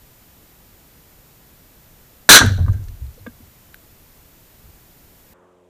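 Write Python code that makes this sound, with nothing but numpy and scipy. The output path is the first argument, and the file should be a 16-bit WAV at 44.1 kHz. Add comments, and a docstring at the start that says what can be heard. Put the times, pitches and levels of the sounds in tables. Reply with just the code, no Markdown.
"""Inside a pen of wooden pallets, a small charge goes off a step from a camera in a closed case.
The blast, a short shock and a noise roar, is so loud that it clips; dull noise echoes return from walls.
The frame booms, sways and rattles (sagging tones and noise); debris knocks on wood and grit ticks on the case.
A puff of wind follows, over the camera's hiss and whine.
At the end the sound cuts to the yard, where a machine hums (steady tones) over a hiss."""
import sys
import numpy as np
from scipy import signal
from scipy.fft import rfft, irfft
from scipy.io import wavfile

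SR = 44100
rng = np.random.default_rng(int(sys.argv[2]) if len(sys.argv) > 2 else 0)


def wrap_up_sound(samples):
    """Save the sound to the file named by the first command line argument, as 16-bit audio."""
    columns = np.atleast_2d(samples).T
    # keep every value between -1 and 1, then stretch to whole-number steps
    tamed = np.clip(columns, -1, 1)
    steps = np.round(tamed * 32767).astype(np.int16)
    wavfile.write(sys.argv[1], SR, steps)


N = 250919

BLAST_S, CUT_S = 2.2905, 5.335   # seconds: the charge goes off, the sound cuts to the yard
ROAR_HOLD_S = 0.067   # the roar stays strong this long before its main decay


def from_db(db):
    """Turn decibels into a gain."""
    return 10 ** (np.asarray(db) / 20)


def since(start_s):
    """Seconds after a moment (0 before it), and a switch that opens there."""
    t = np.arange(N) / SR - start_s
    return np.maximum(t, 0), t >= 0


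def at_hz(points, hz):
    """Read a level between the points of a table, on a logarithmic frequency axis."""
    table = np.array(points)
    return np.interp(np.log(hz), np.log(table[:, 0]), table[:, 1])


def butter(x, hz, kind, order=2):
    """Filter a sound with a Butterworth filter."""
    safe_hz = np.clip(hz, 10, SR / 2.2)
    return signal.sosfilt(signal.butter(order, safe_hz, kind, fs=SR, output="sos"), x)


def coloured(spectrum):
    """Make steady noise of a given spectrum, with rms 1."""
    hz = np.maximum(np.fft.rfftfreq(N, 1 / SR), 1)
    white_spectrum = rfft(rng.standard_normal(N))
    noise = irfft(white_spectrum * from_db(at_hz(spectrum, hz)), N)
    return noise / noise.std()


def band_noise(low_hz, high_hz):
    """Make noise in one band, with rms 1."""
    noise = butter(rng.standard_normal(N), [low_hz, high_hz], "band")
    return noise / noise.std()


def swell(start_s, peak_s):
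    """Rise from a moment to 1, peak_s seconds later, and die away again."""
    t = since(start_s)[0] / peak_s
    return t * np.exp(1 - t)


def add(out, start_s, x):
    """Mix a short sound in at a moment."""
    i = round(start_s * SR)
    out[i:i + len(x)] += x[:N - i]


def shock():
    """The pressure jumps up, falls in a straight line to as far below zero, and jumps back: an N shape."""
    length_ms, level_db = 1.2, 21
    t, on = since(BLAST_S)
    n_shape = 1 - 2000 * t / length_ms
    return from_db(level_db) * on * (t < length_ms / 1000) * n_shape


def roar_level():
    """The roar holds, then dies in three stages that overlap: fireball, pen, yard."""
    # Each row: level in dB, loss after the hold in dB per second
    stages = [(15.5, 910), (-2, 300), (-13, 100)]
    flutter_db, flutter_hz = 1.5, 150   # ragged loudness: rms swing, fastest wobble
    t, on = since(BLAST_S)
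    after_hold = np.maximum(t - ROAR_HOLD_S, 0)
    level = sum(from_db(db - loss * after_hold) for db, loss in stages)
    return on * level * from_db(flutter_db * band_noise(10, flutter_hz))


def roar_bands():
    """Noise in third-octave bands, where some bands die faster than others."""
    # Colour of the roar at its start. Each row: frequency in Hz, relative level in dB per Hz
    start_colour = [(100, -11), (300, -2), (800, -5.5), (1500, -5.5), (2100, -9), (2900, -3), (4000, -6),
                    (5000, -8), (6000, -4.5), (8000, -5), (11000, -15), (15000, -16.5)]
    # Extra loss on top of the shared decay. Each row: frequency in Hz, loss in dB per second
    extra_loss = [(100, 87), (400, 50), (1000, 45), (1600, 18), (2500, 27), (4000, 17), (6000, 44),
                  (8000, 56), (11000, 180), (15000, 100)]
    t, _ = since(BLAST_S)
    white = rng.standard_normal((2, N))   # neighbouring bands take turns, so they do not move together
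    edges = 70 * 2 ** np.arange(0, 8.1, 1 / 3)
    out = np.zeros(N)
    for k, (low, high) in enumerate(zip(edges, edges[1:])):
        hz = np.sqrt(low * high)
        level_db = at_hz(start_colour, hz) - t * at_hz(extra_loss, hz)
        out += from_db(level_db) * butter(white[k % 2], [low, high], "band")
    return out


def roar_slide():
    """A tone roughened by slow noise slides upward during the hold, then fades."""
    # One row: start pitch in Hz, end pitch in Hz, top of the roughening noise in Hz, relative level in dB
    slide = (3400, 4350, 250.5, -17)
    fade_s = 0.012   # time to fall to about a third
    from_hz, to_hz, width_hz, level_db = slide
    t, _ = since(BLAST_S)
    pitch = from_hz + (to_hz - from_hz) * np.minimum(t / ROAR_HOLD_S, 1)
    tone = np.sin(2 * np.pi * np.cumsum(pitch) / SR)
    fade = np.exp(-np.maximum(t - ROAR_HOLD_S, 0) / fade_s)
    return from_db(level_db) * fade * band_noise(10, width_hz) * tone


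def echoes():
    """Walls further off send back dull bursts of noise that die away."""
    # Each row: start in seconds, noise level before dulling in dB, dull above this Hz,
    # time to fall by 60 dB in seconds
    wall_echoes = [(2.408, -4, 1710, 0.085), (2.459, -24.5, 2700, 0.14), (2.575, -23, 800, 0.07),
                   (2.625, -36, 600, .15), (2.729, -48.5, 3020, 0.22), (2.774, -48, 1480, .08)]
    out, t = np.zeros(N), np.arange(SR // 2) / SR
    for start_s, level_db, dull_hz, t60 in wall_echoes:
        front = 1 - np.exp(-t / .003)      # a rough wall smears the front
        burst = rng.standard_normal(len(t)) * front * from_db(level_db - 60 * t / t60)
        add(out, start_s, butter(burst, dull_hz, "low", order=4))
    return out


def blast():
    """The charge gives a shock and a roar, and echoes follow."""
    return shock() + roar_level() * (roar_bands() + roar_slide()) + echoes()


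def case(x):
    """The air in the camera case rings at a few pitches, added to the direct sound."""
    # Each row: pitch in Hz, width in Hz, level over the direct path in dB
    air_modes = [(1558, 190, 19.5), (3505, 150, 0.5), (4010, 500, 9), (5916, 400, 9), (11830, 1900, 8.5)]
    out = x.copy()
    for hz, width_hz, gain_db in air_modes:
        r = np.exp(-np.pi * width_hz / SR)
        b = [(1 - r * r) / 2, 0, -(1 - r * r) / 2]
        a = [1, -2 * r * np.cos(2 * np.pi * hz / SR), r * r]
        out += from_db(gain_db) * signal.lfilter(b, a, x)
    return out


def frame():
    """Each jolt rocks the frame: a sagging boom, a slower sway, loose rumble and a rattle of boards."""
    # Each row: start in seconds, length in seconds, boom pitch at the start in Hz,
    # then starting levels in dB: boom, sway, board rattle
    jolts = [(2.403, 0.017, 102, -11.5, -15.5, -15.5), (2.426, 0.059, 99.5, -10.5, -26, -21),
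             (2.496, 0.083, 95.3, -13.5, -31, -32), (2.584, 0.074, 90, -10.5, -22, -29.5),
             (2.672, 0.046, 96.2, -13.5, -23, -33.5), (2.727, 0.039, 97.7, -19, -19, -46),
             (2.774, .065, 95.5, -22, -40, -58), (2.865, 0.079, 94.4, -32, -47, -64),
             (3.004, 0.1, 115, -34.5, -22.5, -65), (3.191, 0.17, 102, -42.5, -47, -70),
             (3.392, 0.11, 100, -47.5, -46.5, -70)]
    rise_s, stop_s = 0.015, 0.011   # a swing builds up, and is damped at its end
    boom_t60_s, sway_t60_s, rattle_t60_s = .7, .4, 0.18   # times to fall by 60 dB
    boom_sag_hz_per_s = 65
    sway_hz, sway_rise_hz_per_s = 47.3, 32   # later jolts sway faster: the frame stiffens as it settles
    loose_db, short_boards_db = -8.5, -6   # against the noise level of 0 dB
    rattle_rise_s = 0.0032   # boards speak faster than the frame
    loose = from_db(loose_db) * band_noise(75, 130)
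    boards = band_noise(190, 270) + from_db(short_boards_db) * band_noise(300, 730)
    first_s = jolts[0][0]
    out, t = np.zeros(N), np.arange(SR // 2) / SR
    for start_s, length_s, hz, boom_db, sway_db, rattle_db in jolts:
        i = round(start_s * SR)
        now = slice(i, i + len(t))
        build_up = 1 - np.exp(-(t / rise_s) ** 2)
        swing = build_up * np.exp(-np.maximum(t - length_s, 0) / stop_s)

        boom_cycles = (hz - boom_sag_hz_per_s * t / 2) * t   # half the sag: cycles add up the falling pitch
        boom = np.sqrt(2) * np.sin(2 * np.pi * boom_cycles) + loose[now]
        boom *= from_db(boom_db - 60 * t / boom_t60_s)

        pitch = sway_hz + sway_rise_hz_per_s * (start_s - first_s)
        sway = np.sqrt(2) * np.sin(2 * np.pi * pitch * t)
        sway *= from_db(sway_db - 60 * t / sway_t60_s)
        add(out, start_s, swing * (boom + sway))

        rattle = from_db(rattle_db - 60 * t / rattle_t60_s) * boards[now]
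        add(out, start_s, (1 - np.exp(-t / rattle_rise_s)) * rattle)
    return out


def deep_rumble():
    """Very low noise swells up below the boom and dies away."""
    start_s, peak_s, level_db = 2.39, .22, -26.5   # start, time to its top, rms level there
    return from_db(level_db) * swell(start_s, peak_s) ** 2 * band_noise(29, 46)


def knocks():
    """Each piece of debris strikes the same wood modes; its contact excites only part of them."""
    # Each row: time in seconds, click level before filtering in dB,
    # lowest and highest Hz that the contact excites
    strikes = [(2.662, -34.5, 995, 1800), (2.6818, -19.5, 790, 1370), (3.175, -42, 400, 600),
               (3.2644, -31, 420, 2400), (3.2682, -29, 1137, 3800), (3.271, -28, 182, 345),
               (3.403, -42, 150, 350)]
    # Each row: pitch in Hz, relative level in dB, time to fall by 60 dB in seconds
    wood_modes = [(242, 0, 0.083), (286, -2, 0.049), (493, 3.5, 0.042), (640, -12, 0.056), (965, -22, .06),
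                  (1070, -6, 0.02), (1200, -8.5, 0.037), (1560, -4, 0.054), (1615, -11.5, 0.071),
                  (2180, -10.5, 0.019), (2510, -22, .02), (3460, -17, .04)]
    clicks = np.zeros(N) + 1e-18   # a tiny offset, far too faint to hear
    for start_s, level_db, low_hz, high_hz in strikes:
        click = from_db(level_db) * (np.arange(N) == round(start_s * SR))
        clicks += butter(click, [low_hz, high_hz], "band", order=3)
    out = np.zeros(N)
    for hz, level_db, t60 in wood_modes:
        r = from_db(-60 / (t60 * SR))   # what remains of the ringing after one sample
        w = 2 * np.pi * hz / SR
        ringing = signal.lfilter([0, np.sin(w)], [1, -2 * r * np.cos(w), r * r], clicks)
        out += from_db(level_db) * ringing
    return out


def grit():
    """Grains hit the case: each gives a click and a short scrape of fading noise in one band."""
    # Each row: time in seconds, scrape level before filtering in dB, lowest Hz, highest Hz,
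    # time to fall by 60 dB in seconds
    grains = [(2.4619, -28, 9500, 15500, 0.0093), (2.595, -52, 9000, 13000, 0.014),
              (2.682, -39, 1390, 2500, 0.034), (2.729, -48.5, 5000, 8000, .06),
              (2.74, -49, 10000, 12000, .015), (2.84, -44.5, 5000, 8000, 0.012),
              (2.884, -45.5, 1300, 7500, 0.026), (3.066, -45, 3700, 4500, 0.012),
              (3.142, -48, 5000, 7000, 0.017), (3.1897, -38.5, 4010, 4200, .03),
              (3.7446, -33.5, 8500, 13000, 0.005), (3.7438, -30, 1450, 2800, 0.004)]
    first_contact = 3.8   # height of the click against the rms of its scrape
    out, t = np.zeros(N), np.arange(SR // 8) / SR
    for start_s, level_db, low_hz, high_hz, t60 in grains:
        scrape = rng.standard_normal(len(t))
        click = first_contact * (t == 0)
        tick = (scrape + click) * from_db(level_db - 60 * t / t60)
        add(out, start_s, butter(tick, [low_hz, high_hz], "band"))
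    return out


def gust():
    """A puff of wind on the case is low, lumpy noise that swells and dies away."""
    # One row: start in seconds, rms level at the top in dB
    puff = (4.62, -49)
    start_s, level_db = puff
    rise_s = 0.048
    return from_db(level_db) * swell(start_s, rise_s) * band_noise(40.0, 92)


def camera():
    """The camera's electronics give a steady hiss and a high whine of pure tones."""
    # Each row: frequency in Hz, relative level in dB per Hz
    hiss_colour = [(12, -9.5), (20, 0.5), (144, -5), (213, -9), (392, -13), (700, -16.5), (1100, -19.5),
                   (3740, -24), (9000, -25), (14500, -25), (15600, -27)]
    # Each row: pitch in Hz, rms level in dB
    whine_tones = [(7074, -73), (14142, -57)]
    hiss_db = -50.5   # rms
    t = np.arange(N) / SR
    whine = sum(np.sqrt(2) * from_db(db) * np.sin(2 * np.pi * hz * t) for hz, db in whine_tones)
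    return from_db(hiss_db) * coloured(hiss_colour) + whine


def machine_hum():
    """A machine in the yard hums: steady tones, each starting anywhere in its cycle."""
    # Each row: pitch in Hz, rms level in dB
    hum_tones = [(91.5, -71), (177.6, -66), (269.2, -68), (360.7, -61), (446.8, -63), (516.8, -71),
                 (538.3, -65), (581.4, -70), (629.8, -68)]
    t, _ = since(CUT_S)
    out = np.zeros(N)
    for hz, db in hum_tones:
        out += np.sqrt(2) * from_db(db) * np.sin(2 * np.pi * (hz * t + rng.random()))
    return out


def yard_hiss():
    """Distant noise grows fainter, and duller as a low-pass filter moves down."""
    # Each row: frequency in Hz, relative level in dB per Hz
    distant_colour = [(20, -23.5), (60, -6), (130, -14), (200, -9.5), (400, -7.5), (700, -6.5), (1100, -5),
                      (3000, -21), (8000, -40)]
    level_db, fade_db_per_s = -55.5, 15   # rms level at the cut, before dulling
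    top_hz, dull_oct_per_s = 2300, 3.2
    t, _ = since(CUT_S)
    hiss = from_db(level_db - fade_db_per_s * t) * coloured(distant_colour)
    # the moving low-pass is a crossfade along a row of fixed ones
    steps = np.geomspace(900, 3000, 6)
    top_octave = np.log2(top_hz) - dull_oct_per_s * t
    place = np.interp(top_octave, np.log2(steps), np.arange(6))
    out = np.zeros(N)
    for k, hz in enumerate(steps):
        share = np.clip(1 - abs(place - k), 0, 1)
        out += share * butter(hiss, hz, "low", order=6)
    return out


def yard():
    """From the cut on: machine hum, distant hiss and faint steady air noise."""
    # Each row: frequency in Hz, relative level in dB per Hz
    air_colour = [(880, -30), (1500, -2.5), (3380, -7), (4480, -16), (7280, -11), (11000, -19),
                  (14000, -21)]
    air_db = -71   # rms
    _, on = since(CUT_S)
    return on * (machine_hum() + yard_hiss() + from_db(air_db) * coloured(air_colour))


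def scene():
    """The pen is heard up to the cut, the yard after it."""
    through_case = case(blast() + grit())
    pen = through_case + frame() + deep_rumble() + knocks() + gust() + camera()
    _, after_cut = since(CUT_S)
    return (pen * ~after_cut + yard())[None]


def record(dry):
    """The converter clips hard, then a steep low-pass removes the top."""
    clip_height, cutoff_hz = .92, 15900   # 60 dB down from the cutoff upward
    low_pass = signal.cheby2(16, 60, cutoff_hz, fs=SR, output="sos")
    return signal.sosfilt(low_pass, np.clip(dry, -clip_height, clip_height))


dry = scene()
out = record(dry)
wrap_up_sound(out)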